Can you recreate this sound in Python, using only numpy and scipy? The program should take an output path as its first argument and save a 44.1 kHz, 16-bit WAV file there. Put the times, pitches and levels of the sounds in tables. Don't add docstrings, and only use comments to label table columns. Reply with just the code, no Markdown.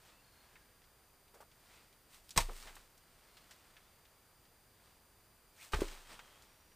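import sys
import numpy as np
from scipy import signal
from scipy.fft import rfft, irfft
from scipy.io import wavfile

SR = 44100
rng = np.random.default_rng(int(sys.argv[2]) if len(sys.argv) > 2 else 0)


def int16_out(signal):
    q = np.round(np.clip(np.atleast_2d(signal).T, -1, 1) * 32767)
    wavfile.write(sys.argv[1], SR, q.astype(np.int16))


N = 297675
TIME = np.arange(N) / SR
AGE = TIME[:SR]

# (time [s], ring [dB], crack [dB], base crack t60 [s], snap [dB])
SLAB_HITS = [(2.3756, -19.5, -21.5, 0.07, -12), (5.7333, -28.5, -34, 0.072, -42)]
# (frequency [Hz], relative level [dB], t60 [s])
SLAB_MODES = [
    [(620, -19.5, 0.084), (854, -9, 0.039), (937, -0.5, 0.034), (1054, 3.5, 0.036), (1204, -21, 0.13),
     (2040, -5.5, 0.038), (2150, -11, 0.023), (2510, -11.5, 0.066), (3366, -4, 0.038), (3810, -6.5, 0.055),
     (5090, -13.5, 0.085), (5150, -3, 0.025), (6430, -1, 0.02), (8050, -18, 0.061)],
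    [(419, -11, 0.14), (883, 6, 0.022), (1228, 2.5, 0.038), (1544, -6, 0.083), (1860, -22, 0.071),
     (1940, -17, 0.044), (2470, -10, 0.045), (2820, -5, 0.037), (3052, -7, 0.036), (3800, -5.5, 0.032)],
]
# (frequency [Hz], relative level [dB])
CRACK_EQS = [
    [(100, -8), (400, -5.5), (1000, 5.5), (1500, -5.5), (2200, -5), (4000, -6), (6300, -4), (7200, -6),
     (8700, 1), (10300, -10), (15000, -11.5)],
    [(100, -1), (400, 2.5), (1400, 2), (2300, -2.5), (3600, -18), (5500, -22), (8500, -29), (10300, -29),
     (15000, -26)],
]
# (frequency [Hz], relative level [dB], t60 [s])
SNAP_MODES = [(3950, -3.5, 0.0072), (4930, 4, 0.0028), (6390, -1.5, 0.0058), (8230, -4, 0.011),
              (13160, -8.5, 0.0078)]
def knocks(crack_attack_s=0.00057, ring_attack_s=0.0025):
    out = np.zeros(N)
    for (s, ring_db, crack_db, t60, snap_db), modes, eq in zip(SLAB_HITS, SLAB_MODES, CRACK_EQS):
        noise = colour(rng.standard_normal(SR), eq)
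        body = signal.sosfilt(signal.butter(1, 4000, fs=SR, output="sos"), noise)
        crack = body * fade(1.63 * t60) + (noise - body) * fade(0.51 * t60)
        transient = undb(crack_db) * crack + undb(snap_db) * ring(SNAP_MODES)
        add(out, s, transient * attack(crack_attack_s))
        add(out, s, undb(ring_db) * ring(modes) * attack(ring_attack_s))
    return out


# (time [s], wobble [dB], bounce [dB], bounce pitch [Hz], thump [dB])
FALLS = [(2.367, -29.5, -34, 52, -28), (5.736, -31, -29, 56, -37.5)]
# (frequency [Hz], relative level [dB], t60 [s])
THUMP_MODES = [(99, -8, 0.21), (128, -4.5, 0.12), (168, 1.5, 0.065), (200, -4, 0.033)]
# (frequency [Hz], relative level [dB], t60 [s])
STAND_MODES = [(29.76, 3, 0.39), (26.14, -9.5, 1.1), (44.3, -34, 2.1)]
def ground(attack_s=0.0038, bounce_t60=0.25):
    out = np.zeros(N)
    for s, wobble_db, bounce_db, bounce_hz, thump_db in FALLS:
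        thump = undb(thump_db) * ring(THUMP_MODES)
        wobble = undb(wobble_db) * ring(STAND_MODES)
        bounce = ring([(bounce_hz, bounce_db, bounce_t60)])
        add(out, s, attack(attack_s) * (thump - wobble - bounce))
    return out


# (frequency [Hz], relative level [dB], t60 [s])
HOLLOW_MODES = [(343, -6, 0.12), (390, 0, 0.057), (433, -8.5, 0.076), (540, -10.5, 0.083)]
def belly_bump(start_s=5.8192, level_db=-26, closing_s=0.017, choke_db=-7, attack_s=0.00034):
    out = np.zeros(N)
    closed = 1 - np.exp(-(AGE / closing_s) ** 4)
    hollow = sum(ring([mode]) for mode in HOLLOW_MODES)
    add(out, start_s, undb(level_db + choke_db * closed) * attack(attack_s) * hollow)
    return out


# (time [s], level [dB], tilt [dB/octave], t60 [s])
CRUNCHES = [(1.341, -68.5, 6, 0.18), (1.405, -61.5, 5, 0.1), (2.361, -37, 1, 0.29), (2.764, -59, 0, 0.4),
            (5.719, -47.5, -0.4, 0.98), (5.805, -44, -0.5, 0.24)]
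# (peak time [s], length [s], level [dB], tilt [dB/octave])
SCRAPES = [(0.073, 0.15, -65, -1.5), (0.453, 0.5, -70.5, -2), (1.74, 0.21, -64, -1),
           (2.152, 0.06, -59.5, 1.5), (2.315, .16, -68, 2), (2.584, 0.19, -57.5, 2), (2.667, 0.13, -58, -2),
           (3.485, 0.9, -68, -1.5), (4.875, 0.17, -70, -1), (5.637, 0.086, -55.5, 1.5),
           (5.916, 0.16, -56, -1.4), (6.122, 0.084, -55, -1.5), (6.252, 0.53, -64.5, -1.9)]
def grit_moves(crunch_attack_s=0.0021, edge_db=-6.5, swell_shape=1.35):
    moves = [(s, undb(db) * attack(crunch_attack_s) * fade(t60), tilt) for s, db, tilt, t60 in CRUNCHES]
    for s, length, db, tilt in SCRAPES:
        t = TIME[abs(TIME - s) < 2 * length]
        from_peak = abs(2 * (t - s) / length)
        swell = undb(db + edge_db * from_peak ** swell_shape)
        moves.append((t[0], swell, tilt))
    return moves


# (frequency [Hz], relative level [dB])
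GRIT_EQ = [(60, -6.5), (300, -6.5), (1000, 1.5), (2000, 0.5), (4000, -1), (6500, -5), (8800, -3),
           (10500, -12), (15000, -10.5)]
def grit(grains_per_s=1400, scatter_db=2.5, pivot_hz=3500):
    sizes = undb(scatter_db * np.minimum(rng.exponential(size=N), 5)) * rng.choice([-1, 1], N)
    grains = unit(sizes * (rng.random(N) < grains_per_s / SR))
    spectrum = rfft(colour(grains + rng.standard_normal(N), GRIT_EQ))
    octave = np.log2(np.clip(np.fft.rfftfreq(N, 1 / SR), 250, 16000))
    out, moves = np.zeros(N), grit_moves()
    for centre in np.arange(octave[0], octave[-1] + .5):
        texture = irfft(spectrum * np.maximum(1 - abs(octave - centre), 0), N)
        power = np.zeros(N)
        for s, envelope, tilt in moves:
            add(power, s, (envelope * undb(tilt * (centre - np.log2(pivot_hz)))) ** 2)
        out += texture * np.sqrt(power)
    return out


# (time [s], level [dB], centre [Hz], width [octaves], t60 [s])
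TICKS = [(0.554, -54, 1880, .9, 0.075), (1.339, -53, 535, 1.5, 0.17), (1.403, -54.5, 690, 1.6, 0.14),
         (1.423, -56, 900, 0.99, .06), (2.292, -48, 5140, 2.2, 0.024), (2.3063, -46, 4870, 1.14, .065),
         (2.361, -37, 720, 2, 0.12), (2.387, -30, 1100, 3, 0.03), (2.403, -34.5, 1310, 3.3, 0.07),
         (2.486, -48, 516, 1.85, 0.19), (2.494, -50, 1000, 0.62, 0.053), (2.625, -50, 3230, 1.8, .04),
         (2.672, -50, 1040, 2, 0.17), (2.754, -52.5, 6000, 3.5, 0.057), (2.765, -48.5, 1080, 1.2, 0.05),
         (2.977, -63, 6050, 1.3, 0.064), (3.369, -58, 2390, 1.9, 0.11), (3.509, -53.5, 2830, 2.3, 0.12),
         (3.766, -56, 1950, 1.2, 0.094), (4.052, -63, 3380, 1, 0.068), (5.742, -36.5, 2620, 1.4, 0.045),
         (5.788, -38, 386, 0.95, 0.064), (5.8165, -40.5, 900, 1.3, 0.078), (5.882, -43.5, 2730, 1.4, .028),
         (5.922, -48.5, 443, 2.5, 0.061), (6.191, -46.5, 1600, 1.46, 0.059), (6.421, -62.5, 5000, 2, 0.14)]
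def ticks(litter_count=12, litter_db=-67.5, litter_hz=2600, litter_octaves=1.6, litter_t60=0.066):
    out = np.zeros(N)
    litter = [(when * TIME[-1], litter_db + 2 * size, litter_hz * 2 ** (pitch - .5),
               litter_octaves, litter_t60) for when, size, pitch in rng.random((litter_count, 3))]
    for s, db, hz, octaves, t60 in TICKS + litter:
        envelope = attack(1 / hz) * fade(t60)
        add(out, s, undb(db) * band(SR, hz, octaves) * envelope)
    return out


# (time [s], length [s], start pitch [Hz], end pitch [Hz], level [dB])
RASPS = [(1.67, .18, 2150, 2414, -71), (5.575, 0.072, 1600, 3020, -61.5)]
def rasps(width_octaves=0.2):
    return glides(RASPS, width_octaves)


def shelter(x, wet_db=-23, t60=0.2, build_s=0.0014):
    tail_eq = [(80, 4.5), (500, -1.5), (3000, -15.5), (8000, -5.0), (15000, -18)]
    tail = colour(rng.standard_normal(SR), tail_eq) * fade(t60) * attack(build_s)
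    return x + undb(wet_db) * signal.fftconvolve(x, tail / np.linalg.norm(tail))[:N]


# (time [s], length [s], start pitch [Hz], end pitch [Hz], level [dB])
BIRD_CALLS = [(0.117, 0.12, 2570, 2800, -72), (0.075, 0.49, 4320, 4240, -79),
              (0.149, 0.75, 1640, 1635, -79), (3.212, 0.27, 4200, 4300, -78), (3.794, 0.1, 3150, 3700, -80),
              (5.901, 0.62, 3180, 3230, -74.5), (6.38, 0.58, 5620, 5840, -80)]
def birds(smear_octaves=0.029):
    return glides(BIRD_CALLS, smear_octaves)


# (harmonic [number], level [dB])
WHINE_HARMONICS = [(1, -81.5), (2, -81.5), (3, -80.5)]
def whine(pitch_hz=4744, waver=0.012, waver_hz=45):
    pitch = pitch_hz * (1 + waver * band(N, waver_hz, octaves=2.35))
    phase = 2 * np.pi * np.cumsum(pitch) / SR
    return sum(undb(db) * unit(np.sin(k * phase)) for k, db in WHINE_HARMONICS)


# (frequency [Hz], relative level [dB])
AIR_EQ = [(12, -38), (20, 3), (54, 0), (139, -5.5), (263, -10), (294, -10), (387, -9.5), (1270, -12),
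          (3090, -19), (4690, -21.5), (5240, -22), (9370, -21), (10800, -22.5), (15000, -20.5)]
def forest_air(level_db=-67):
    return undb(level_db) * colour(rng.standard_normal(N), AIR_EQ)


# (frequency [Hz], relative level [dB])
HISS_EQ = [(12, -27), (20, 6.5), (294, 3.5), (433, 5.5), (1510, -5), (3860, 1.5), (11100, 1.5),
           (15000, -39)]
def wide_hiss(level_db=-82):
    return undb(level_db) * colour(rng.standard_normal(N), HISS_EQ) * np.array([[1], [-1]])


def undb(db):
    return 10 ** (np.asarray(db) / 20)


def unit(x):
    return x / np.sqrt(np.mean(x ** 2))


def attack(rise_s):
    return 1 - np.exp(-AGE / rise_s)


def fade(t60):
    return np.exp(-np.log(1000) * AGE / t60)


def add(out, s, x):
    start = int(s * SR)
    out[start:start + len(x)] += x[:N - start]


def colour(x, eq):
    hz, db = np.transpose(eq)
    f = np.maximum(np.fft.rfftfreq(len(x), 1 / SR), 1)
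    gain = undb(np.interp(np.log(f), np.log(hz), db))
    return unit(irfft(rfft(x) * gain, len(x)))


def band(size, hz, octaves):
    f = np.maximum(np.fft.rfftfreq(size, 1 / SR), 1)
    bell = 1 / (1 + (np.log2(f / hz) / octaves) ** 2) ** 2
    return unit(irfft(rfft(rng.standard_normal(size)) * bell, size))


def ring(modes):
    return sum((-1) ** k * undb(db) * fade(t60) * np.sin(2 * np.pi * hz * AGE)
               for k, (hz, db, t60) in enumerate(modes))


def glides(rows, octaves, carrier_hz=4000):
    out = np.zeros(N)
    for s, length, start_hz, end_hz, db in rows:
        size = int(length * SR)
        smear = signal.hilbert(band(SR, carrier_hz, octaves))[:size]
        shift_hz = np.linspace(start_hz, end_hz, size) - carrier_hz
        slide = np.exp(2j * np.pi * np.cumsum(shift_hz) / SR)
        swell = np.sin(np.linspace(0, np.pi, size))
        add(out, s, undb(db) * (smear * slide).real * swell)
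    return out


def scene():
    foley = shelter(knocks() + belly_bump() + ticks() + grit() + rasps())
    return foley + ground() + birds() + whine() + forest_air() + wide_hiss()


def record(dry, cutoff_hz=15200):
    return signal.sosfilt(signal.ellip(10, .2, 70, cutoff_hz, fs=SR, output="sos"), dry)


dry = scene()
out = record(dry)
int16_out(out)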